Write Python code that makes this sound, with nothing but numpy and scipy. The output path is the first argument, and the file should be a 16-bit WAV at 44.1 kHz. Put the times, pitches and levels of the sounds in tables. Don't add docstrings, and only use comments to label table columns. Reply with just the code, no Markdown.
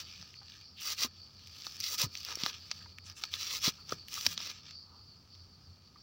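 import sys
import numpy as np
from scipy import signal
from scipy.fft import rfft, irfft, next_fast_len
from scipy.io import wavfile
from scipy.ndimage import uniform_filter1d, map_coordinates

SR = 44100
rng = np.random.default_rng(int(sys.argv[2]) if len(sys.argv) > 2 else 0)


def transcribe(signal):
    frames = np.atleast_2d(signal).T
    limited = np.clip(frames, -1, 1)
    pcm = np.round(limited * 32767).astype(np.int16)
    wavfile.write(sys.argv[1], SR, pcm)


N = 265515
TIME = np.arange(N) / SR


def from_db(db):
    return 10 ** (np.asarray(db) / 20)


def rms_one(x):
    return x / np.sqrt(np.mean(x ** 2) + 1e-20)


def band(x, low_hz, high_hz, order=2):
    sos = signal.butter(order, [low_hz, high_hz], "band", fs=SR, output="sos")
    return signal.sosfilt(sos, x + 1e-18)


def resonate(x, hz, width_hz):
    r = np.exp(-np.pi * width_hz / SR)
    b = np.array([1, 0, -1]) * (1 - r * r) / 2
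    a = [1, -2 * r * np.cos(2 * np.pi * hz / SR), r * r]
    return signal.lfilter(b, a, signal.lfilter(b, a, x + 1e-18) + 1e-18)


def colour(x, curve):
    size = 2 * next_fast_len(N // 2 + SR // 8)
    hz, db = np.transpose(curve)
    bin_hz = np.arange(size // 2 + 1) * SR / size
    gain = from_db(np.interp(np.log(bin_hz + 1), np.log(hz), db))
    cepstrum = irfft(np.log(gain))
    cepstrum[1:size // 2] *= 2
    cepstrum[size // 2 + 1:] = 0
    return irfft(rfft(x, size) * np.exp(rfft(cepstrum)))[:N]


def drift(per_s):
    knots = rng.standard_normal(4096)
    return rms_one(map_coordinates(knots, [TIME * per_s], order=3, mode="wrap"))


def grains(per_s, spread_db):
    sizes = from_db(spread_db * np.minimum(rng.exponential(1, N), 4.5)) * rng.choice([-1, 1], N)
    return rms_one(sizes * (rng.random(N) < per_s / SR) / np.sqrt(per_s))


# (frequency [Hz], gain [dB])
HUSH_EQ = [(20, -10.5), (38, -13.5), (65, 5), (110, 4.5), (200, 1.5), (300, -7), (600, -13.5), (1000, -17),
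           (1900, -29), (3200, -24.5), (6000, -23.5), (9000, -18), (16000, -25.5)]


def forest_air(drone_hz=89.7):
    hush = from_db(-61.5 + 1.16 * drift(9)) * rms_one(colour(rng.standard_normal(N), HUSH_EQ))
    drone = np.sin(2 * np.pi * np.cumsum(drone_hz + 2.72 * drift(18)) / SR)
    rumble = rms_one(band(rng.standard_normal(N), 81.4, 97.0))
    return hush + from_db(-64.5 + 5.2 * drift(13)) * drone + from_db(-65) * rumble


# (frequency [Hz], gain [dB])
WIDTH_EQ = [(30, 3), (100, -3), (220, 1), (500, -0.5), (1000, -3), (2000, -13.5), (4000, -10.5),
            (6000, -19.5), (9000, -5), (15000, -14)]


def width_noise():
    noise = from_db(-80.5) * rms_one(colour(rng.standard_normal(N), WIDTH_EQ))
    return np.array([noise, -noise])


# (time [s], level [dB])
CHORUS_FADER = [(0, -58.5), (1.3, -60.5), (2.1, -54), (3.0, -59.5), (4.4, -58), (5.2, -63), (6.02, -66.5)]
# (peak time [s], level [dB])
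INSECT_SWELLS = [(.0, -56), (.11, -55.5), (.39, -62), (.67, -58), (1.18, -59.5), (1.51, -58.5),
                 (2.61, -57.5), (2.8, -57.5), (3.78, -60), (4.0, -58.5), (4.75, -57.5), (5.011, -60.5),
                 (5.34, -58), (5.64, -63.5), (6.01, -60)]
# (frequency [Hz], width [Hz], gain [dB])
INSECT_MODES = [(4533, 410, 5.5), (4880, 340, -2), (5380, 400, -8), (5500, 600, -19.5), (4100, 270, -22),
                (7100, 900, -27)]


def insects(attack_s=.045, release_s=.11, pitch_rise_per_db=.0013):
    chorus_db = np.interp(TIME, *np.transpose(CHORUS_FADER))
    power = from_db(chorus_db) ** 2
    for s, db in INSECT_SWELLS:
        fade = np.maximum((s - TIME) / attack_s, (TIME - s) / release_s)
        power += (from_db(db) * np.exp(-np.minimum(fade ** 2, 20))) ** 2
    level_db = 10 * np.log10(power)
    buzz = 0
    for hz, width_hz, db in INSECT_MODES:
        voice = rms_one(resonate(grains(3000, spread_db=0.5), hz, width_hz))
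        buzz += from_db(db + 3 * drift(22)) * voice
    lift_db = level_db - chorus_db
    glide = np.cumsum(pitch_rise_per_db * (lift_db - lift_db.mean()) + .009 * drift(20))
    bent = map_coordinates(buzz, [np.arange(N) + glide], order=3, mode="mirror")
    return from_db(level_db - 2.5) * rms_one(bent)


def push_envelope(s, hold_s, attack_s, release_s=.032, range_db=20):
    away = np.maximum(s - TIME, 0) / attack_s + np.maximum(TIME - s - hold_s, 0) / release_s
    return from_db(-range_db * np.minimum(away ** 2, 10))


# (peak time [s], level [dB], length [s], relative crisp top [dB])
LIGHT_GRAZES = [(.15, -59.5, .36, -17), (0.536, -65, 0.26, -16), (1.204, -72, 0.23, -16),
                (1.477, -67, 0.24, -13), (1.694, -56.5, 0.27, -8.5), (2.188, -59, 0.14, -8),
                (2.542, -58, .08, -20), (2.726, -62, 0.3, -14.5), (3.282, -63, 0.1, -18),
                (3.755, -68.5, 0.18, -10), (3.973, -65, 0.11, -16), (4.547, -59.5, 0.11, -24),
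                (4.68, -59.5, .1, -29), (5.346, -78, 0.091, -16)]
# (peak time [s], hold [s], level [dB], attack [s], relative crunch [dB], relative crisp top [dB])
WEIGHT_PUSHES = [(0.0, 0.0044, -50.5, .055, -10.5, -11), (0.871, 0.053, -46.5, 0.088, -9, -6),
                 (1.025, 0.016, -39, 0.057, -7.5, -8.5), (1.851, 0.023, -43.5, 0.048, -22, -10.5),
                 (1.915, 0.025, -46.5, 0.056, -8, -2), (2.002, 0.029, -39, 0.03, -7.5, -7),
                 (2.28, 0.048, -51, 0.046, -2.5, -13.5), (2.445, 0.052, -48.5, .12, -5, -12.5),
                 (3.062, 0.048, -61.5, 0.033, -6, -15), (3.18, 0.071, -58.5, 0.028, -5.5, -11),
                 (3.337, 0.012, -49, 0.026, -9, -11.5), (3.42, 0.088, -46, 0.065, -13.5, -11.5),
                 (3.54, .028, -46, 0.037, -10.5, -5), (3.662, .014, -35, 0.052, -9.5, -10),
                 (3.91, 0.02, -55, 0.05, -1.5, -8), (4.163, 0.16, -49.5, .085, -10, -5),
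                 (4.469, 0.031, -48.5, 0.12, -7, -13.5)]


def movement(resting_db=-81.5, light_crunch_db=-10, crunch_lag_s=.0061):
    def band_gains(db, crunch_db, crisp_db):
        return from_db(db + np.array([[0], [crunch_db], [crisp_db]]))

    power = np.zeros((3, N)) + band_gains(resting_db, light_crunch_db, crisp_db=-16) ** 2
    for s, db, length_s, crisp_db in LIGHT_GRAZES:
        swell = np.exp(-np.minimum((2 * (TIME - s) / length_s) ** 2, 20))
        power += (band_gains(db, light_crunch_db, crisp_db) * swell) ** 2
    for s, hold_s, db, attack_s, crunch_db, crisp_db in WEIGHT_PUSHES:
        top = push_envelope(s, hold_s, attack_s)
        deep = push_envelope(s + crunch_lag_s, hold_s, attack_s) ** 1.18
        settle = from_db(-30.5) * push_envelope(s, hold_s, attack_s, release_s=.15)
        band_power = np.array([top ** 2 + settle ** 2, deep ** 2 + settle ** 2, top ** 2])
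        power += band_gains(db, crunch_db, crisp_db) ** 2 * band_power
    return 10 * np.log10(power)


def leaf_rings(friction, modes, bend_db=5.8, bends_per_s=24):
    total = 0
    for hz, width_hz, db in modes:
        ring = rms_one(resonate(friction, hz, width_hz))
        bend = 2 * np.tanh(drift(bends_per_s) / 2)
        total += from_db(db + bend_db * bend) * ring
    return total / np.sqrt(uniform_filter1d(total ** 2, size=700) + 1e-9)


def ground_bounce(x):
    delay_s = .00236 * (1 + 0.024 * drift(7))
    return x + 0.2 * map_coordinates(x, [(TIME - delay_s) * SR], order=3)


# (frequency [Hz], gain [dB])
SCRAPE_EQ = [(150, 5.5), (400, -6), (720, -12), (1200, -4), (1800, -7), (2600, 5.5), (4000, 7), (6000, 4),
             (9000, -18.5), (16000, -12)]
# (frequency [Hz], width [Hz], gain [dB])
LOOSE_MODES = [(1810, 490, -8), (2445, 270, -3.5), (2776, 410, -5.5), (3280, 1400, 0), (5070, 820, 4),
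               (5930, 390, -8), (7220, 270, 4.5), (7650, 240, 4)]
# (frequency [Hz], width [Hz], gain [dB])
HEAP_MODES = [(482, 370, -14.5), (1042, 280, -12), (2105, 500, -7.5), (2536, 160, -18), (3400, 320, -7.5),
              (4020, 770, 4.5), (4580, 430, 5.5), (5516, 140, 3.5), (6800, 210, 1)]


def rustle(swish_db, crunch_db, crisp_db):
    pressure = np.clip((swish_db + 55.5) / 8, 0, 1)
    slips_per_s = np.clip(2600 * from_db(.6 * (swish_db + 50)), 300, 14000)
    slips = grains(slips_per_s, spread_db=3.5)
    friction = rms_one(slips + 0.58 * rng.standard_normal(N))
    grazed = 0.76 * np.sqrt(1 - pressure) * leaf_rings(friction, LOOSE_MODES)
    pressed = 0.58 * np.sqrt(pressure) * leaf_rings(friction, HEAP_MODES)
    leaves = rms_one(colour(friction, SCRAPE_EQ)) + grazed + pressed
    swish = from_db(swish_db + 2.5) * rms_one(band(leaves, 1530, 8200, order=3))
    crunch = from_db(crunch_db - 3) * rms_one(band(leaves, 314, 1447, order=3))
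    crackle = friction + 0.33 * grains(slips_per_s / 3, spread_db=5)
    crisp = from_db(crisp_db + 16) * rms_one(band(crackle, 6730, 15000, order=4))
    flutter = from_db(1.12 * drift(90) + 0.77 * drift(25))
    return ground_bounce(flutter * (swish + crunch + crisp))


# (peak time [s], level [dB], pitch [Hz], length [s])
NOISE_SWELLS = [(0.202, -55.5, 168, 0.054), (0.403, -61, 137, 0.085), (0.8, -52.5, 3220, 0.05),
                (2.812, -66.5, 1640, 0.018), (3.07, -49, 8100, 0.037), (3.182, -47, 8400, 0.04),
                (3.797, -68.5, 1140, 0.039), (4.179, -53, 1150, 0.022), (4.33, -58, 200, 0.22),
                (4.68, -62, 183, 0.1), (4.93, -70.5, 1000, 0.16)]


def bumps_rubs_chirps():
    out = np.zeros(N)
    for s, level_db, hz, length_s in NOISE_SWELLS:
        swell = np.exp(-(2 * (TIME - s) / length_s) ** 2)
        noise = rms_one(band(grains(3000, spread_db=1), hz / 1.25, hz * 1.19))
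        out += from_db(level_db) * swell * noise
    return out


def cracks(rows, size=2048):
    out, t = np.zeros(N + size), np.arange(size) / SR
    for s, level_db, hz, knock_db, crisp_db, tear_s in rows:
        fibres, scatter = rng.standard_normal((2, size))
        crack = 0.38 * fibres * np.exp(-t / tear_s) + 0.043 * scatter * np.exp(-t / 0.0046)
        crack[0] += 1
        leaf = rms_one(resonate(crack, hz, width_hz=0.55 * hz) + 0.39 * band(crack, 2540, 7500))
        knock = from_db(knock_db - 10) * rms_one(band(crack, 565, 1640))
        crisp = from_db(crisp_db + 12.5) * rms_one(band(crack, 8200, 14300, order=3))
        at = int(s * SR)
        out[at:at + size] += from_db(level_db - 12) * (leaf + knock + crisp)
    return out[:N]


# (time [s], level [dB], leaf pitch [Hz], woody knock trim [dB], crisp top trim [dB], tear decay [s])
STALK_SNAPS = [(0.2138, -49, 5000, -19, -29, 0.00068), (0.2267, -47.5, 4370, 0, -29, .0004),
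               (0.341, -53, 2650, -24, -29, .0008), (0.4829, -52, 3600, -29, -32, 0.001),
               (0.5202, -50.5, 3730, -36, -38, 0.00071), (1.034, -27.5, 5000, -18, -25, 0.00083),
               (1.4725, -49.5, 4700, -26, -8, 0.00095), (1.621, -44.5, 4070, -24, -30, 0.00036),
               (1.667, -36.5, 4200, 0, -17, 0.0021), (1.803, -36, 4940, -26, -2.5, 0.0011),
               (1.8086, -35.5, 5430, -19, -16, 0.00021), (1.84, -32, 4130, -21, -12, 0.0024),
               (1.981, -37, 4520, -19, -6, 0.0026), (2.0164, -27.5, 4580, -11, -2.5, 0.0019),
               (2.1531, -38, 3440, -9, -19, 0.00082), (2.174, -40, 5060, -23, -28, 0.00045),
               (2.2494, -38, 5100, -24, -6.5, .0016), (2.2872, -43, 4330, 6, -21, 0.00034),
               (2.3544, -34, 5700, -35, -9.5, 0.0029), (2.4357, -29, 4140, -5, -18, .0015),
               (2.4625, -29, 4200, 5, -14.5, 0.00064), (2.7141, -30, 4300, -4, -32, 0.00028),
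               (2.9846, -45.5, 2390, -24, -14, .0014), (3.0987, -46.5, 4670, -6, -11, 0.00057),
               (3.2374, -30.5, 4000, -1, -18, 0.0021), (3.2525, -43, 4960, -4, -30, 0.0013),
               (3.3392, -30.5, 3570, -10, -22, .0018), (3.6433, -29, 5050, -34, -20, .0019),
               (3.8928, -39, 5530, -5, -25, 0.003), (3.9217, -35, 5200, 2, -13, 0.0018),
               (4.0839, -46.5, 3060, -28, -4, 0.0016), (4.141, -33.5, 6000, -28, -7, .0008),
               (4.2105, -38, 5100, -32, -10, .0008), (4.2648, -19, 5200, -4.5, -11.5, .0022),
               (4.3773, -31.5, 4200, -6.5, -28, .00065), (4.4023, -39.5, 4270, 0, -24, 0.0046),
               (4.7089, -47.5, 4000, -5, -32, .0007), (5.351, -57.5, 4370, -15, -21, .003)]


def snaps(lead_s=.007, first_fibre_db=-19):
    first_fibres = [(s - lead_s, db + first_fibre_db, *tone) for s, db, *tone in STALK_SNAPS]
    return cracks(STALK_SNAPS + first_fibres)


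def ticks(swish_db, per_s=14, candidates=300):
    position, chance = rng.random((candidates, 2)).T
    pitch, knock, crisp, tear = rng.standard_normal((4, candidates))
    s = position * TIME[-1]
    level_db = -45 + 0.79 * (np.interp(s, TIME, swish_db) + 49)
    hz = 4040 * 2 ** (0.2 * pitch)
    knock_db, crisp_db = -24 + 8 * knock, -22 + 7 * crisp
    tear_s = .00096 * 2 ** (0.65 * tear)
    rows = np.column_stack([s, level_db, hz, knock_db, crisp_db, tear_s])
    return cracks(rows[chance < per_s * TIME[-1] / candidates])


# (time [s], level [dB], pitch [Hz], 60 dB decay [s])
SOIL_THUDS = [(0.414, -64.5, 800, 0.11), (1.0463, -40.5, 241, 0.067), (1.667, -44.5, 295, 0.011),
              (2.037, -35.5, 130, 0.086), (2.0614, -36, 89, 0.049), (2.372, -37, 346, 0.0097),
              (2.4347, -34.5, 190, 0.021), (2.463, -37.5, 326, 0.012), (2.859, -55, 940, 0.026),
              (3.677, -29.5, 178, 0.038), (3.9234, -27, 470, 0.012), (3.93, -49, 149, 0.14),
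              (4.271, -44, 104, 0.081), (5.958, -67, 1165, 0.054)]


def thuds(size=8192):
    out, t = np.zeros(N + size), np.arange(size) / SR
    for s, level_db, hz, t60 in SOIL_THUDS:
        bounce = np.sin(2 * np.pi * hz * t)
        settling = rms_one(band(rng.standard_normal(size), hz / 2, hz * 2))
        attack = 1 - np.exp(-t * hz / 0.22)
        decay = from_db(level_db + 7.5 - 60 * t / t60)
        at = int(s * SR)
        out[at:at + size] += attack * decay * (bounce + 0.5 * settling)
    return band(out[:N], 55, 2700)


def tree_echo(x, t60_s=1.04, predelay_s=.008):
    t = TIME[:SR // 2]
    returns = rng.standard_normal(len(t)) * from_db(-60 * t / t60_s) * (t > predelay_s)
    tail = signal.fftconvolve(x, returns / np.linalg.norm(returns))[:N]
    return band(tail, 130, 1800, order=1)


def scene():
    swish_db, crunch_db, crisp_db = movement()
    litter = rustle(swish_db, crunch_db, crisp_db) + snaps() + thuds()
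    centre = litter + bumps_rubs_chirps() + insects() + forest_air()
    sides = width_noise()
    echo = from_db(-37) * np.array([tree_echo(centre), tree_echo(centre)])
    return centre + sides + echo + ticks(swish_db)


# (frequency [Hz], gain [dB])
MIC_EQ = [(720, -2), (930, 1.5), (1100, 1), (1250, 12.5), (1400, 5.5), (2100, 5), (3200, 3), (4600, 3),
          (5750, 5), (6280, 1), (6600, -8.5), (7150, -6.5), (8000, -16.5), (13700, -18.5), (15200, -1)]


def record(dry):
    stopband_hz = 16450
    low_pass = signal.cheby2(20, 70, stopband_hz, fs=SR, output="sos")
    return signal.sosfilt(low_pass, [colour(channel, MIC_EQ) for channel in dry])


dry = scene()
out = record(dry)
transcribe(out)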